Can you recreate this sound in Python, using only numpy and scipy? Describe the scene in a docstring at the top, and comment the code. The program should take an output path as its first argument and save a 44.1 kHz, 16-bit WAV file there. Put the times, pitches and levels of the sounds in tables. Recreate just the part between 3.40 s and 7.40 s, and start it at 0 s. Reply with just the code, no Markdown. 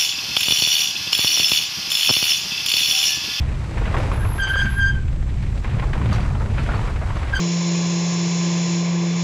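"""Mountain bike braking on gravel

Heard from the rider. Wind buffets the microphone; freewheel pawls buzz faintly.
Tyres crunch over grit, pop pebbles and knock against stones; the chain slaps the frame.
The disc brake whistles very high, squeals in rough stick-slip bursts, and bites again at the end."""
import sys
import numpy as np
from scipy import signal
from scipy.fft import rfft, irfft
from scipy.io import wavfile
from scipy.ndimage import uniform_filter1d

SR = 44100
rng = np.random.default_rng(int(sys.argv[2]) if len(sys.argv) > 2 else 0)


def dump_mix(stems):
    """Bounce the given channels to the path in sys.argv[1] as a 16-bit WAV at rate SR."""
    frames = np.atleast_2d(stems).T  # one column per channel
    limited = np.clip(frames, -1, 1)  # hard clip at full scale
    pcm = np.round(limited * 32767).astype(np.int16)
    wavfile.write(sys.argv[1], SR, pcm)


N = 176400

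# wind spectrum (frequency [Hz], relative density [dB])
WIND_SPECTRUM = [(8.8, -29), (15, -4.5), (53, 2), (106, -3), (132, -5), (165, -15.5), (201, -15.5),
                 (240, -22.5), (420, -33), (550, -52), (920, -120)]
# wind strength (time [s], rumble [dB], buffeting [dB])
WIND_LEVELS = [(0.0, -20, -26), (0.34, -31, -31.5), (0.38, -21.5, -26.5), (0.78, -24.5, -26.5),
               (0.81, -21.5, -22.5), (1.11, -28, -33), (1.18, -20.5, -35), (1.25, -22, -21),
               (1.28, -22.5, -27.5), (1.54, -20, -26.5), (1.78, -20.5, -30.5), (2.18, -23.5, -27.5),
               (2.23, -27, -32.5), (2.38, -23.5, -21), (2.43, -20.5, -31.5), (2.64, -23, -21),
               (3.95, -23, -33.5), (4.0, -28, -26.5)]
# hub resonances (frequency [Hz], width [Hz], relative level [dB])
HUB_MODES = [(2230, 290, 1), (6270, 450, -0.5), (7570, 460, 4), (10100, 960, -8.5)]
# tyre rush spectrum (frequency [Hz], relative density [dB])
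TYRE_SPECTRUM = [(150, -6), (260, -5.5), (400, -6), (650, -7.5), (950, -4.5), (1300, -7.5), (1750, -10),
                 (2300, -12), (3000, -16.5), (3800, -17), (4700, -21.5), (5400, -24.5), (6800, -28),
                 (8300, -30.5), (10000, -36), (11300, -39.5), (13500, -52)]
# tyre rush bands before trim (time [s], low [dB], middle [dB], upper [dB], treble [dB])
TYRE_LEVELS = [(0.03, -40.5, -43.5, -43, -52.5), (0.25, -37.5, -41.5, -46.5, -50),
               (0.35, -34.5, -42, -43.5, -49.5), (0.48, -30.5, -35, -39.5, -49),
               (0.6, -31, -36, -41.5, -45.5), (0.7, -29, -33.5, -41.5, -47), (0.8, -35.5, -36.5, -42, -51),
               (0.92, -39, -36, -45, -52.0), (1.1, -37.5, -39.5, -41, -48.5), (1.27, -49, -40, -39.5, -51),
               (1.42, -52, -41, -46, -54), (1.6, -43.5, -48.5, -50, -55.5),
               (1.8, -44.0, -49.0, -51.0, -56.5), (2.0, -42, -46, -47, -53.5),
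               (2.18, -39.5, -48.5, -48.5, -52.5), (2.32, -40, -38, -40, -52),
               (2.48, -33.5, -41.5, -48, -51), (2.62, -36.5, -37, -44.5, -51.5),
               (2.74, -32.5, -35, -38, -48), (2.86, -40.5, -37.5, -45.5, -49), (3.0, -35, -38.5, -50, -51),
               (3.12, -35.5, -41.0, -43.5, -51), (3.24, -36.5, -40, -42.5, -48.0),
               (3.34, -31, -32, -40.0, -48.5), (3.46, -37.0, -36.5, -41.5, -46.5),
               (3.55, -34, -43, -45.5, -51.5), (3.7, -41.5, -37.5, -45, -49.5),
               (3.84, -33.5, -37.0, -40, -49.5), (3.97, -43, -35, -42.5, -50)]
# stone hits (time [s], gain [dB], ring pitch [Hz], treble gain [dB], decay [s])
STONE_HITS = [(.372, -21.5, 1684, -8.5, 0.013), (.454, -22, 620, -9, 0.024), (.542, -9, 1087, -22, 0.013),
              (.566, -12.5, 974, -14, 0.013), (.6, -18.5, 693, -16, 0.015), (.625, -21, 475, -15, 0.012),
              (.716, -25, 1072, -7, .011), (.847, -13.5, 1056, -16, 0.0088), (.98, -21, 1135, -9, 0.007),
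              (1.073, -19, 896, -9, 0.011), (1.156, -12, 1290, -21, 0.005), (1.25, -25, 1280, -15, 0.01),
              (1.47, -21.5, 1250, -21, 0.0039), (1.68, -30, 2470, -3, 0.0062),
              (2.244, -21, 1010, -9, 0.014), (2.396, -16, 607, -8, 0.0068),
              (2.422, -16.5, 1052, -16.5, 0.015), (2.531, -20, 1120, -4.5, .012),
              (2.615, -16, 950, -21, .009), (2.724, -15, 1260, -31, 0.01), (2.782, -16.5, 747, -19, 0.0081),
              (2.85, -23, 600, -12, 0.0096), (2.949, -19, 840, -13, .009), (3.006, -18, 880, -24, 0.014),
              (3.18, -22.5, 1390, -7.5, 0.031), (3.288, -16, 1420, -19.5, 0.02),
              (3.334, -16, 1256, -19, 0.018), (3.39, -20, 916, -24, 0.0086),
              (3.473, -18, 936, -16.5, 0.017), (3.56, -24, 500, -9.5, 0.013), (3.613, -19, 670, -20, 0.023),
              (3.703, -19, 950, -16, 0.01), (3.766, -19.5, 1123, -16, 0.011),
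              (3.992, -12.5, 1120, -20, 0.0057)]
# knock spectrum (frequency [Hz], relative density [dB])
KNOCK_SPECTRUM = [(120, -33), (350, -3.5), (700, -4), (1100, -4.5), (1700, -3.5), (2600, -6), (3300, -13.5),
                  (4200, -23), (7500, -36.5), (13000, -52)]
# chain hits on the frame (time [s], gain [dB], decay [s])
CHAIN_SLAPS = [(2.728, -33.5, 0.012), (2.745, -44, .025), (3.768, -46, .01)]
# chain resonances (frequency [Hz], width [Hz], relative level [dB])
CHAIN_MODES = [(3800, 700, 3), (4620, 200, 1.5), (5600, 350, -0.5), (6300, 250, -3), (7470, 280, -8),
               (8700, 600, -11), (10000, 400, -13), (12000, 1100, -18)]
# pings of loose parts (time [s], pitch [Hz], gain [dB])
METAL_PINGS = [(2.807, 4600, -43), (3.196, 4360, -38.5), (3.346, 4430, -40)]
# pad whistle (time [s], pitch [Hz], level [dB])
PAD_WHISTLE = [(.56, 10900, -82), (.585, 10950, -52), (.61, 10760, -70), (.71, 10700, -71),
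               (.735, 10550, -50), (.78, 10600, -51), (.81, 10850, -47), (.85, 11000, -52),
               (.9, 11200, -43), (.96, 10980, -43.5), (1.01, 10750, -45), (1.025, 10750, -66),
               (1.065, 10400, -69), (1.095, 10800, -46), (1.14, 10950, -50), (1.165, 11000, -63),
               (1.235, 11000, -53), (1.27, 11100, -65), (1.305, 11100, -47), (1.35, 10850, -48),
               (1.39, 10700, -48.5), (1.43, 10700, -64), (1.52, 11040, -85)]
# pad grip (time [s], squeal pitch [Hz], roughness [0-1])
PAD_GRIP = [(.98, 1614, .3), (1.04, 1566, 0.4), (1.11, 1562, 0.6), (1.19, 1601, 0.62), (1.26, 1572, 0.67),
            (1.32, 1570, 0.82), (1.39, 1607, 0.23), (1.44, 1578, .08), (1.5, 1594, 0.24),
            (1.55, 1560, 0.65), (3.94, 1603, 0.28), (3.98, 1552, 0.77)]
# three squeal bursts (time [s], fundamental [dB], octave [dB], upper overtones [dB])
FIRST_BURST = [(.785, -42, -65, -75), (.81, -43, -58, -70), (.835, -34.5, -71, -70), (.85, -61, -69, -75)]
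LONG_BURST = [(0.97, -65, -57, -59), (0.988, -28.5, -62, -65), (1.002, -19, -30, -55),
              (1.014, -28.5, -32, -51), (1.03, -17, -33, -37), (1.066, -30.5, -29, -46.5),
              (1.096, -25.5, -29.5, -48), (1.108, -21, -33, -47), (1.128, -24, -45, -60),
              (1.14, -20, -34, -57), (1.182, -21.5, -31, -38.5), (1.21, -17, -24.5, -41.5),
              (1.238, -25, -41, -42.5), (1.272, -24.5, -46, -52), (1.31, -39, -44, -62),
              (1.364, -31.5, -53, -58), (1.396, -18.5, -44, -56), (1.414, -20.5, -36.5, -43.5),
              (1.45, -14.5, -34.5, -46.5), (1.474, -24, -38, -41), (1.508, -21, -38, -48),
              (1.518, -32.5, -41, -57), (1.614, -45.5, -60, -76), (1.62, -47, -65, -83)]
LAST_BURST = [(3.91, -59, -57, -62), (3.928, -34, -46, -58), (3.939, -16.5, -51, -53),
              (3.951, -33, -31, -40), (3.969, -18.5, -33.5, -35.5), (3.984, -30, -34, -44),
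              (4.0, -32, -41, -46)]
# squeal harmonics 3-8 (offset from the upper overtone level [dB])
HARMONIC_OFFSETS_DB = [0.5, -4.5, -14, -21, -22.5, -33]

TIME_S = np.arange(N) / SR
ATTACK_S = 0.00092


def undb(db):
    """Decibels to gain."""
    return 10 ** (np.asarray(db) / 20)


def unit(x):
    """Scale to rms 1."""
    return x / np.sqrt(np.mean(np.abs(x) ** 2))


def curve(rows, column=1):
    """Table column, linearly interpolated in time."""
    rows = np.array(rows)
    return np.interp(TIME_S, rows[:, 0], rows[:, column])


def colour(x, spectrum):
    """Filter by (Hz, dB) points; rms 1."""
    hz, db = np.array(spectrum).T
    bins_hz = np.maximum(np.arange(N // 2 + 1) * SR / N, 1)
    gain = undb(np.interp(np.log(bins_hz), np.log(hz), db))
    return unit(irfft(rfft(x) * gain, N))


def split(x, hz):
    """Bands below and above hz."""
    low = signal.sosfiltfilt(signal.butter(3, hz, fs=SR, output="sos"), x)
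    return low, x - low


def wander(hz):
    """Complex noise up to about hz; rms 1."""
    bins_hz = np.fft.fftfreq(N, 1 / SR)
    noise = rng.standard_normal(N) + 1j * rng.standard_normal(N)
    return unit(np.fft.ifft(noise / (1 + (bins_hz / hz) ** 4)))


def walk(hz):
    """Real noise up to about hz; rms 1."""
    return unit(wander(hz).real)


def phase_rad(hz):
    """Phase of a changing frequency."""
    return 2 * np.pi * np.cumsum(hz) / SR


def carrier(hz):
    """Steady complex tone."""
    return np.exp(2j * np.pi * hz * TIME_S)


def ringing(modes):
    """Resonances driven by random contact; rms 1."""
    return unit(sum(undb(db) * (wander(width_hz) * carrier(hz)).real for hz, width_hz, db in modes))


def blow(start_s, decay_s):
    """Impact envelope: quick attack, exponential decay."""
    age_s = np.maximum(TIME_S - start_s, 0)
    return (1 - np.exp(-age_s / ATTACK_S)) * np.exp(-np.minimum(age_s / decay_s, 20))


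def wind(smooth_s=0.046):
    """Eddies buffet the microphone with fairly even force."""
    air = colour(rng.standard_normal(N), WIND_SPECTRUM)
    window = int(smooth_s * SR)
    power = uniform_filter1d(uniform_filter1d(air ** 2, window), window)
    evened = air / (power + 1e-9) ** 0.26
    rumble, buffet = split(evened, hz=87.4)
    return (unit(rumble) * undb(curve(WIND_LEVELS, 1) + 0.17)
            + unit(buffet) * undb(curve(WIND_LEVELS, 2) + 0.66))


def freewheel(ticks_per_s=160, decay_cycles=0.98, level_db=-60):
    """Pawls tick rapidly and ring thin hub resonances."""
    rate_hz = ticks_per_s * (1 + 0.041 * walk(hz=1.86))
    cycle = phase_rad(rate_hz) / (2 * np.pi) % 1
    ticks = uniform_filter1d(np.exp(-cycle / decay_cycles), size=30)
    return undb(level_db) * unit(ringing(HUB_MODES) * ticks)


def tyres(grains_per_s=300, spread_db=3, decay_s=0.004, flicker_db=1.23):
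    """Grit cracks under the knobs: short grains over a smooth rush."""
    sizes = undb(spread_db * np.minimum(rng.exponential(size=N), 4.5))
    grains = sizes * (rng.random(N) < grains_per_s / SR)
    energy = signal.lfilter([1], [1, -np.exp(-1 / (decay_s * SR))], grains ** 2)
    energy /= energy.mean()

    def rush(grit_share):
        envelope = np.sqrt(1 - grit_share + grit_share * energy)
        return colour(rng.standard_normal(N) * envelope, TYRE_SPECTRUM)

    low, rest = split(rush(grit_share=0.57), hz=648)
    middle, rest = split(rest, hz=1920)
    upper, _ = split(rest, hz=3700)
    _, treble = split(rush(grit_share=0.29), hz=3700)
    bands = [band * undb(flicker_db * walk(hz=38)) for band in (low, middle, upper)] + [treble]
    trim_db = (-1.53, -2.14, -2.1, -1.08)
    return sum(unit(band) * undb(curve(TYRE_LEVELS, k + 1) + trim_db[k]) for k, band in enumerate(bands))


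def pebbles(pops_per_s=77, centre_hz=1261, spread_oct=1.447, spread_db=3.5, decay_cycles=6.7):
    """Pebbles pop from under the tread and ring briefly, louder as the tyre rush swells."""
    length = 2000
    out, age_s = np.zeros(N + length), np.arange(length) / SR
    base_db = curve(TYRE_LEVELS, 2) - 3.5
    for place, pitch, size in rng.random((int(pops_per_s * N / SR), 3)):
        start = int(place * N)
        octaves = spread_oct * (2 * pitch - 1)
        cycles = centre_hz * 2 ** octaves * age_s
        db = base_db[start] + spread_db * min(-np.log(1 - size), 3) - 5 * max(octaves, 0)
        envelope = (1 - np.exp(-cycles)) * np.exp(-cycles / decay_cycles)
        out[start:start + length] += undb(db) * envelope * np.sin(2 * np.pi * cycles)
    return out[:N]


def stones(dull_db=-7, bright_db=1.5, ring_db=-13, ring_width_hz=77):
    """Larger stones knock the tyres and rattle the bike: a damped crunch around one short ring."""
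    dull, bright = split(colour(rng.standard_normal(N), KNOCK_SPECTRUM), hz=1450)
    shake, out = wander(ring_width_hz), np.zeros(N)
    for start_s, db, hz, treble_db, decay_s in STONE_HITS:
        ring = np.sqrt(2) * (shake * carrier(hz)).real
        crunch = undb(dull_db) * dull + undb(bright_db + treble_db) * bright
        out += undb(db) * blow(start_s, decay_s) * (crunch + undb(ring_db) * ring)
    return out


def chain():
    """The chain slaps the frame: bright clatter."""
    envelope = sum(undb(db) * blow(start_s, decay_s) for start_s, db, decay_s in CHAIN_SLAPS)
    return envelope * ringing(CHAIN_MODES)


def loose_parts(width_hz=150, decay_s=0.014):
    """Small metal parts give gritty pings."""
    buzz = np.sqrt(2) * wander(width_hz)
    return sum(undb(db) * blow(start_s, decay_s) * (buzz * carrier(hz)).real
               for start_s, hz, db in METAL_PINGS)


def whistle(width_hz=290, skirt_hz=600, mirror_hz=11960, alias_db=-11):
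    """Raspy pad whistle sways with each wheel turn; recorder aliasing mirrors it faintly about 12 kHz."""
    rasp = unit(wander(width_hz) + 0.08 * wander(skirt_hz)) * undb(curve(PAD_WHISTLE, 2))
    tone = np.sqrt(2) * rasp * np.exp(1j * phase_rad(curve(PAD_WHISTLE)))
    alias = tone.conj() * carrier(2 * mirror_hz)
    return (tone + undb(alias_db) * alias).real


def rotor(decay_s=0.058, gain_db=-14.5):
    """The rotor, driven by the long burst, rings on briefly after the pads let go."""
    braking = (TIME_S > LONG_BURST[0][0]) & (TIME_S < LONG_BURST[-1][0])
    drive = braking * undb(curve(LONG_BURST)) ** 2
    pole = np.exp(-2 / (decay_s * SR))
    energy = signal.lfilter([1 - pole], [1, -pole], drive + 1e-18)
    tone = np.sqrt(2) * (wander(hz=24) * np.exp(1j * phase_rad(curve(PAD_GRIP)))).real
    return undb(gain_db) * np.sqrt(energy) * tone


def burst_gain(column):
    """One level column of all squeal bursts as gain, each faded in and out."""
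    gain = np.zeros(N)
    for rows in (FIRST_BURST, LONG_BURST, LAST_BURST):
        fade_in = np.clip((TIME_S - rows[0][0]) / 0.016, 0, 1)
        fade_out = np.clip((rows[-1][0] - TIME_S) / 0.04 + 1, 0, 1)
        gain += fade_in * fade_out * undb(curve(rows, column))
    return gain


def squeal(chatter_hz=87, swing_hz=59, jitter_hz=16, flutter_hz=59.4, skirt_hz=142):
    """The rotor sticks and slips at one mode; pad chatter shakes pitch and level when grip is rough."""
    roughness = curve(PAD_GRIP, 2)
    chatter = np.sin(phase_rad(chatter_hz * (1 + 0.1136 * walk(hz=12.75))))
    deviation_hz = swing_hz * chatter + jitter_hz * walk(hz=290)
    phase = phase_rad(curve(PAD_GRIP) + roughness * deviation_hz)
    fundamental, octave, upper = (burst_gain(column) for column in (1, 2, 3))
    gains = [fundamental, octave] + [undb(db) * upper for db in HARMONIC_OFFSETS_DB]
    out = np.zeros(N)
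    for order, gain in enumerate(gains, start=1):
        # higher harmonics smear into rasp
        depth = roughness + (0.23 * order if order > 1 else 0)
        flutter = unit(wander(flutter_hz) + 0.52 * np.sqrt(order) * wander(skirt_hz * np.sqrt(order)))
        partial = ((1 + depth * flutter) * np.exp(1j * order * phase)).imag
        out += gain * np.sqrt(2 / (1 + depth ** 2)) * partial
    return out


def scene():
    """Mono mix; all sources ride along with the microphone."""
    brake = squeal() + rotor() + whistle()
    ride = wind() + tyres() + stones() + chain() + loose_parts() + freewheel() + pebbles()
    return (brake + ride)[None]


def record(dry, cutoff_hz=13900):
    """Steep low-pass cuts the top."""
    return signal.sosfilt(signal.ellip(8, 0.2, 70, cutoff_hz, fs=SR, output="sos"), dry)


dry = scene()
out = record(dry)
dump_mix(out)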